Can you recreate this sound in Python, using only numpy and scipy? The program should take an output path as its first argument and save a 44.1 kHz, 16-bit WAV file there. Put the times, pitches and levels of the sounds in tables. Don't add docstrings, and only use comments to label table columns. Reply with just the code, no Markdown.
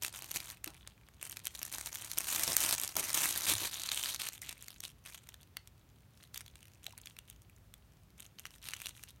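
import sys
import numpy as np
from scipy import signal
from scipy.fft import rfft, irfft
from scipy.io import wavfile
from scipy.ndimage import uniform_filter1d

SR = 44100
rng = np.random.default_rng(int(sys.argv[2]) if len(sys.argv) > 2 else 0)


def digitize_waveform(pressure):
    field = np.atleast_2d(pressure).T
    bounded = np.clip(field, -1, 1)
    quanta = np.round(bounded * 32767).astype(np.int16)
    wavfile.write(sys.argv[1], SR, quanta)


N = 405719
TIME = np.arange(N) / SR

# (start [s], length [s], crisp level [dB])
STROKES = [ (0.024, 0.05, -45), (0.139, .04, -45.5), (0.2, 0.14, -52), (0.346, 0.019, -39.5),
           (0.387, .14, -53), (0.654, 0.048, -58), (.71, 0.16, -66.5), (0.868, .012, -57.5),
           (1.054, .13, -71.5), (1.224, 0.032, -46), (1.274, 0.11, -55), (1.44, 0.036, -54),
           (1.513, .17, -51), (1.724, 0.024, -42.5), (1.777, 0.11, -46), (1.92, 0.22, -49),
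           (2.177, 0.25, -43.5), (2.279, 0.26, -36.5), (2.579, 0.16, -34.5), (2.76, 0.12, -42.5),
           (2.9, .07, -48), (2.975, 0.021, -35), (3.027, 0.15, -40), (3.145, 0.148, -33.5),
           (3.302, 0.15, -39), (3.471, 0.054, -32), (3.553, 0.12, -40), (3.718, 0.18, -45),
           (3.919, .22, -41), (4.195, 0.081, -44), (4.317, .04, -52.5), (4.425, 0.098, -49.5),
           (4.545, 0.23, -60.5), (4.826, 0.048, -52), (5.052, 0.12, -55.5), (5.23, 0.092, -64.5),
           (5.402, 0.038, -67), (6.171, 0.087, -65.5), (6.344, 0.056, -53), (6.406, 0.23, -65.5),
           (6.638, 0.11, -69.5), (6.832, 0.29, -66), (7.284, 0.019, -61.5), (7.364, 0.21, -73.5),
           (8.188, 0.071, -61), (8.403, .16, -61.5), (8.633, .11, -52.5), (8.769, 0.12, -52.5),
           (8.945, 0.16, -62.5)]
# (time [s], flex level [dB])
TUGS = [(.03, -58), (.36, -69), (.672, -57.5), (2.483, -44), (2.968, -41.5), (3.5, -46), (3.621, -47.5)]
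# (time [s], level over 3 ms [dB], body relative to crisp band [dB], ring [Hz])
SNAPS = [(0.0347, -32.5, -4, 2400), (0.048, -29.5, 4, 2700), (0.315, -33, -10.5, 4500),
         (0.369, -35.5, 6, 3020), (0.403, -38, 5, 2400), (0.5017, -40, 0.5, 2100), (0.6433, -33, -4, 2760),
         (0.6763, -39, 6, 2660), (1.297, -40, -13, 3400), (1.319, -41, -25, 3600), (1.37, -37, 2.5, 2520),
         (1.4551, -36.5, -9, 2680), (1.47, -29.5, -0.5, 3240), (1.63, -31.5, -7, 2830),
         (1.6525, -38, -25, 4000), (1.95, -37, -22.5, 2900), (1.9565, -35.5, 0.5, 3500),
         (2.1155, -33, -2, 4300), (2.1798, -32, -1, 1430), (2.1852, -23, -14, 3460),
         (2.4345, -27.5, -7, 3500), (2.567, -18, -10.5, 4350), (2.6052, -27.5, -21, 3700),
         (2.69, -31.5, -1, 4460), (2.726, -25, -2, 4000), (2.7987, -31, -6, 3170), (2.815, -32, -17, 4200),
         (2.8355, -30, -4, 3420), (2.9674, -25, -6, 1090), (3.1446, -29, -12, 3700),
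         (3.4083, -34, -4, 3940), (3.498, -25.5, -6, 3600), (3.8896, -31, 28, 4100), (3.9172, -28, 7, 3730),
         (4.059, -33, 15, 4700), (4.2179, -33, 3, 4240), (4.287, -34.5, -21, 2240),
         (4.418, -40.5, -13, 2250), (4.6251, -43.5, -11, 3400), (4.683, -40.5, -1, 2170),
         (4.8047, -39, -9, 2120), (4.8514, -39.5, 10, 2910), (5.2898, -45, -7, 3550),
         (5.3422, -46.5, 3, 1760), (5.5696, -35, 4.5, 2160), (5.6744, -50, -3, 3440),
         (6.2264, -56, 10.5, 2100), (6.3445, -40, -0.5, 4460), (6.3765, -37, -5, 4700),
         (6.4803, -50.5, 8, 3440), (6.655, -55, 2, 3000), (6.843, -48, -1, 3400),
         (6.8662, -35.5, 7.5, 3940), (6.9784, -44.5, -6, 2200), (7.0155, -50.5, -17, 3400),
         (7.0585, -45.5, -2, 3720), (7.0718, -43, 13, 3400), (7.1668, -51, 7, 2630),
         (7.1885, -42.5, 3.5, 2900), (7.3, -45, -7, 3640), (7.4195, -58, -8, 3400),
         (7.7398, -47.5, -1.5, 3470), (8.204, -44, -7, 3770), (8.3868, -46.5, 13, 3100),
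         (8.3956, -43.5, -7, 2780), (8.4545, -38.5, 9.5, 2890), (8.687, -36.5, 3.5, 2820),
         (8.7356, -34, 11, 2950), (8.8584, -36.5, 7, 2830), (8.8687, -36, 6, 2900),
         (9.037, -42, -1.5, 2870)]
# (time [s], level over 10 ms [dB], pitch [Hz], decay [s])
KNOCKS = [(.669, -52, 312, 0.011), (1.752, -53, 980, 0.0021), (3.505, -46, 91, .03),
          (3.517, -47, 313, 0.0078), (3.545, -42, 97, 0.024), (4.43, -50, 2030, 0.0017),
          (6.866, -62, 780, 0.0052), (6.881, -59.5, 674, 0.0024), (6.934, -60.5, 950, 0.0026)]
# (frequency [Hz], relative level [dB])
CRISP_COLOUR = [(3800, -25), (4900, -11.5), (6000, -2.5), (6800, -3), (7600, -5), (8800, -1.5),
                (9600, -3.5), (10400, -11), (12000, -21)]
AIR_COLOUR = [(9000, -30.5), (10400, -5.5), (11300, 5.5), (13000, 1.5), (15800, -11)]
BODY_COLOUR = [(300, -19.5), (750, -4.5), (1300, -1), (1900, -3), (2700, -2.5), (3900, 0.5), (4900, -7),
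               (6500, -39)]
FLEX_COLOUR = [(45, -11.5), (90, 1.5), (180, 0.5), (340, 3.5), (470, -4), (850, 1), (1400, -0.5),
               (3000, -40)]
ROOM_COLOUR = [(20, -43.5), (35, -16), (55, 1.5), (75, -5), (97, -1), (140, -6.5), (230, -15), (450, -23),
               (1000, -27), (3000, -32), (9000, -39.5), (16000, -36)]
# (taut level [dB], slack level [dB])
BODY_DB, FLEX_DB, SNAP_AIR_DB = (-5.5, -1.5), (-18.5, -23.5), (1, -1.5)
HOLLOW_DB = (-18, 7.5)
# (centre [Hz], width [Hz])
OPEN_HOLLOW, CLOSED_HOLLOW = (3900, 1700), (2900, 1100)

OFF_S, SLACKEN_S, FIST_CLOSES_S = 3.29, 0.41, 4.3


def crinkle(gentle_below_db=-46):
    crisp_db = effort()
    gentle_db = np.maximum(gentle_below_db - crisp_db, 0) * slack(TIME, (1, 0))
    body_db = crisp_db + slack(TIME, BODY_DB) + 0.3478 * gentle_db
    hollow_db = slack(TIME, HOLLOW_DB) + 0.75 * gentle_db
    flex_db = crisp_db + slack(TIME, FLEX_DB) + 0.46 * gentle_db
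    for start, db in TUGS:
        flex_db = np.maximum(flex_db, gesture(start, db, length_s=0.018, release_db_per_s=279.5))
    slip = bursts(per_s=80)
    rate = np.minimum(340 * undb(0.7 * (crisp_db + 45.5) + 2.5 * slip), 1900)
    hiss = (undb(-44.5) + undb(-12.5) * rate / 1000) * rng.standard_normal(N)
    swarm = (creases(rate, spread_db=5, runs_per_s=80) + hiss) * undb(0.48 * slip)
    crisp = through(swarm, colour(CRISP_COLOUR) + undb(-3) * colour(AIR_COLOUR))
    folds = undb(6) * creases(rate / 2, spread_db=0.5, runs_per_s=60)
    body = through(swarm + folds, colour(BODY_COLOUR))
    body = body + undb(hollow_db) * hollow(body)
    flex = through(swarm + undb(-18) * rng.standard_normal(N), colour(FLEX_COLOUR, size=2048))
    return (steady(crisp, span_s=0.063) * undb(crisp_db)
            + steady(body, span_s=0.074) * undb(body_db)
            + steady(flex, span_s=0.15) * undb(flex_db))


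def creases(rate, spread_db, runs_per_s, count=160):
    onsets = np.flatnonzero(rng.random(N) < rate / SR)
    size_draw, sign_draw, facet_draw = rng.random((N, 3))[onsets].T
    sizes = undb(spread_db * np.minimum(-np.log(1 - size_draw), 4.1)) * np.sign(sign_draw - 0.5)
    facets = np.array([buckle(settle_s=0.00032, shiver=0.74, ring=0.62, ring_s=0.00061, echo=0.33)
                       for _ in range(count)])
    which = (onsets / SR * runs_per_s + 5 * facet_draw).astype(int) % count
    pushes = facets[which] * sizes[:, None]
    samples = onsets[:, None] + np.arange(pushes.shape[1])
    return np.bincount(samples.ravel(), pushes.ravel(), N)[:N]


def buckle(settle_s, shiver, ring, ring_s, echo, size=320):
    t = np.arange(size) / SR
    hz = np.exp(rng.uniform(np.log(1800), np.log(13000)))
    settling = np.exp(-t / settle_s) + 0.03 * np.exp(-t / 0.0014)
    push = shiver * unit(rng.standard_normal(size) * settling)
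    push += ring * unit(np.sin(2 * np.pi * hz * t) * np.exp(-t / ring_s * np.sqrt(hz / 5000)))
    push[0] += 1
    table_lag = int(rng.uniform(0.0017, 0.0032) * SR)
    push[table_lag:] += echo * push[:-table_lag]
    return unit(push)


def effort(resting_db=-80.0):
    db = np.full(N, resting_db)
    for start, length_s, level_db in STROKES:
        db = np.maximum(db, gesture(start, level_db, length_s, release_db_per_s=380.5))
    return db


def gesture(start, db, length_s, release_db_per_s, attack_db_per_s=1096.5):
    before_s = np.maximum(start - TIME, 0)
    after_s = np.maximum(TIME - start - length_s, 0)
    return db - attack_db_per_s * before_s - release_db_per_s * after_s


def slack(time_s, pair):
    return np.interp(time_s, [OFF_S, OFF_S + SLACKEN_S], pair)


def hollow(x):
    waver = undb(0.92 * bursts(per_s=40))
    wide, narrow = (resonate(x, hz * waver, width_hz) for hz, width_hz in (OPEN_HOLLOW, CLOSED_HOLLOW))
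    return np.where((TIME > OFF_S) & (TIME < FIST_CLOSES_S), wide, narrow)


def snaps(ring_s=0.002, ring_db=0.5, forerunner_s=0.003, forerunner_db=-19.5, size=512):
    out, t = np.zeros(N), np.arange(size) / SR
    bands = [colour(points) for points in (BODY_COLOUR, CRISP_COLOUR, AIR_COLOUR)]
    bands[0] = np.diff(bands[0], prepend=0)
    for start, db, body_db, hz in SNAPS:
        push = buckle(settle_s=0.00023, shiver=1.0, ring=0.58, ring_s=0.0003, echo=0.17, size=size)
        body, crisp, air = (unit(through(push, band)) for band in bands)
        upper = np.clip(2 - hz / 2200, 0, 1) * np.sin(2 * np.pi * 2.04 * hz * t)
        ring = unit((np.sin(2 * np.pi * hz * t) + upper) * np.exp(-t / ring_s))
        ringing_body = unit(body + undb(ring_db) * ring)
        snap = undb(body_db) * ringing_body + crisp + undb(slack(start, SNAP_AIR_DB)) * air
        gain = undb(db) * np.sqrt(0.003 * SR)
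        add(out, start, unit(snap) * gain)
        forerunner = unit(undb(body_db) * body + crisp) * gain * undb(forerunner_db)
        add(out, start - forerunner_s * rng.uniform(0.42, 1), forerunner)
    return out


def knocks(rise_s=0.0014, size=6000):
    out, t = np.zeros(N), np.arange(size) / SR
    for start, db, hz, decay_s in KNOCKS:
        ring = np.sin(2 * np.pi * hz * t) * np.exp(-t / decay_s) * (1 - np.exp(-t / rise_s))
        add(out, start, unit(ring) * undb(db) * np.sqrt(0.01 * SR))
    return out


def walls(x, wet_db, t60_s, size=16384):
    t = np.arange(size) / SR
    envelope = np.exp(-np.log(1000) * t / t60_s) * np.clip(t / 0.0009, 0, 1)
    dulling = colour([(200, 3.0), (4000, 3.5), (9000, 0.0), (16000, -33.5)])
    tail = through(rng.standard_normal(size) * envelope, dulling)
    return undb(wet_db) * through(x, unit(tail))


def room_tone(level_db):
    return undb(level_db) * through(rng.standard_normal(N), colour(ROOM_COLOUR, size=8192))


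def bursts(per_s):
    knots = rng.standard_normal(N // 100)
    return 0.85 * np.interp(TIME * per_s, np.arange(len(knots)), knots)


def resonate(x, hz, width_hz):
    turn = np.exp(2j * np.pi * np.cumsum(hz) / SR)
    pole = np.exp(-np.pi * width_hz / SR)
    return 2 * np.real(turn * signal.lfilter([1 - pole], [1, -pole], x / turn))


def colour(points, size=512):
    hz, db = np.transpose(points)
    bin_hz = np.maximum(np.arange(size // 2 + 1) * SR / size, 1)
    gains = undb(np.interp(np.log(bin_hz), np.log(hz), db))
    cepstrum = irfft(np.log(gains))
    cepstrum[1:size // 2] *= 2
    cepstrum[size // 2 + 1:] = 0
    return unit(irfft(np.exp(rfft(cepstrum))))


def steady(x, span_s):
    span = int(span_s * SR)
    power = uniform_filter1d(uniform_filter1d(x ** 2, span), span)
    return x / np.sqrt(np.abs(power) + 1e-12)


def through(x, response):
    return signal.oaconvolve(x, response)[:len(x)]


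def add(out, start_s, sound):
    i = max(int(start_s * SR), 0)
    out[i:i + len(sound)] += sound[:N - i]


def unit(x):
    return x / np.sqrt(np.sum(x ** 2) + 1e-18)


def undb(db):
    return 10 ** (np.asarray(db) / 20)


def scene():
    near = crinkle() + snaps() + knocks()
    return (near + walls(near, wet_db=-19.5, t60_s=0.24) + room_tone(level_db=-62))[None]


def record(dry):
    low_cut = signal.butter(2, 30, "high", fs=SR, output="sos")
    high_cut = signal.ellip(10, 0.1, 80, 15900, fs=SR, output="sos")
    return signal.sosfilt(high_cut, signal.sosfilt(low_cut, dry))


dry = scene()
out = record(dry)
digitize_waveform(out)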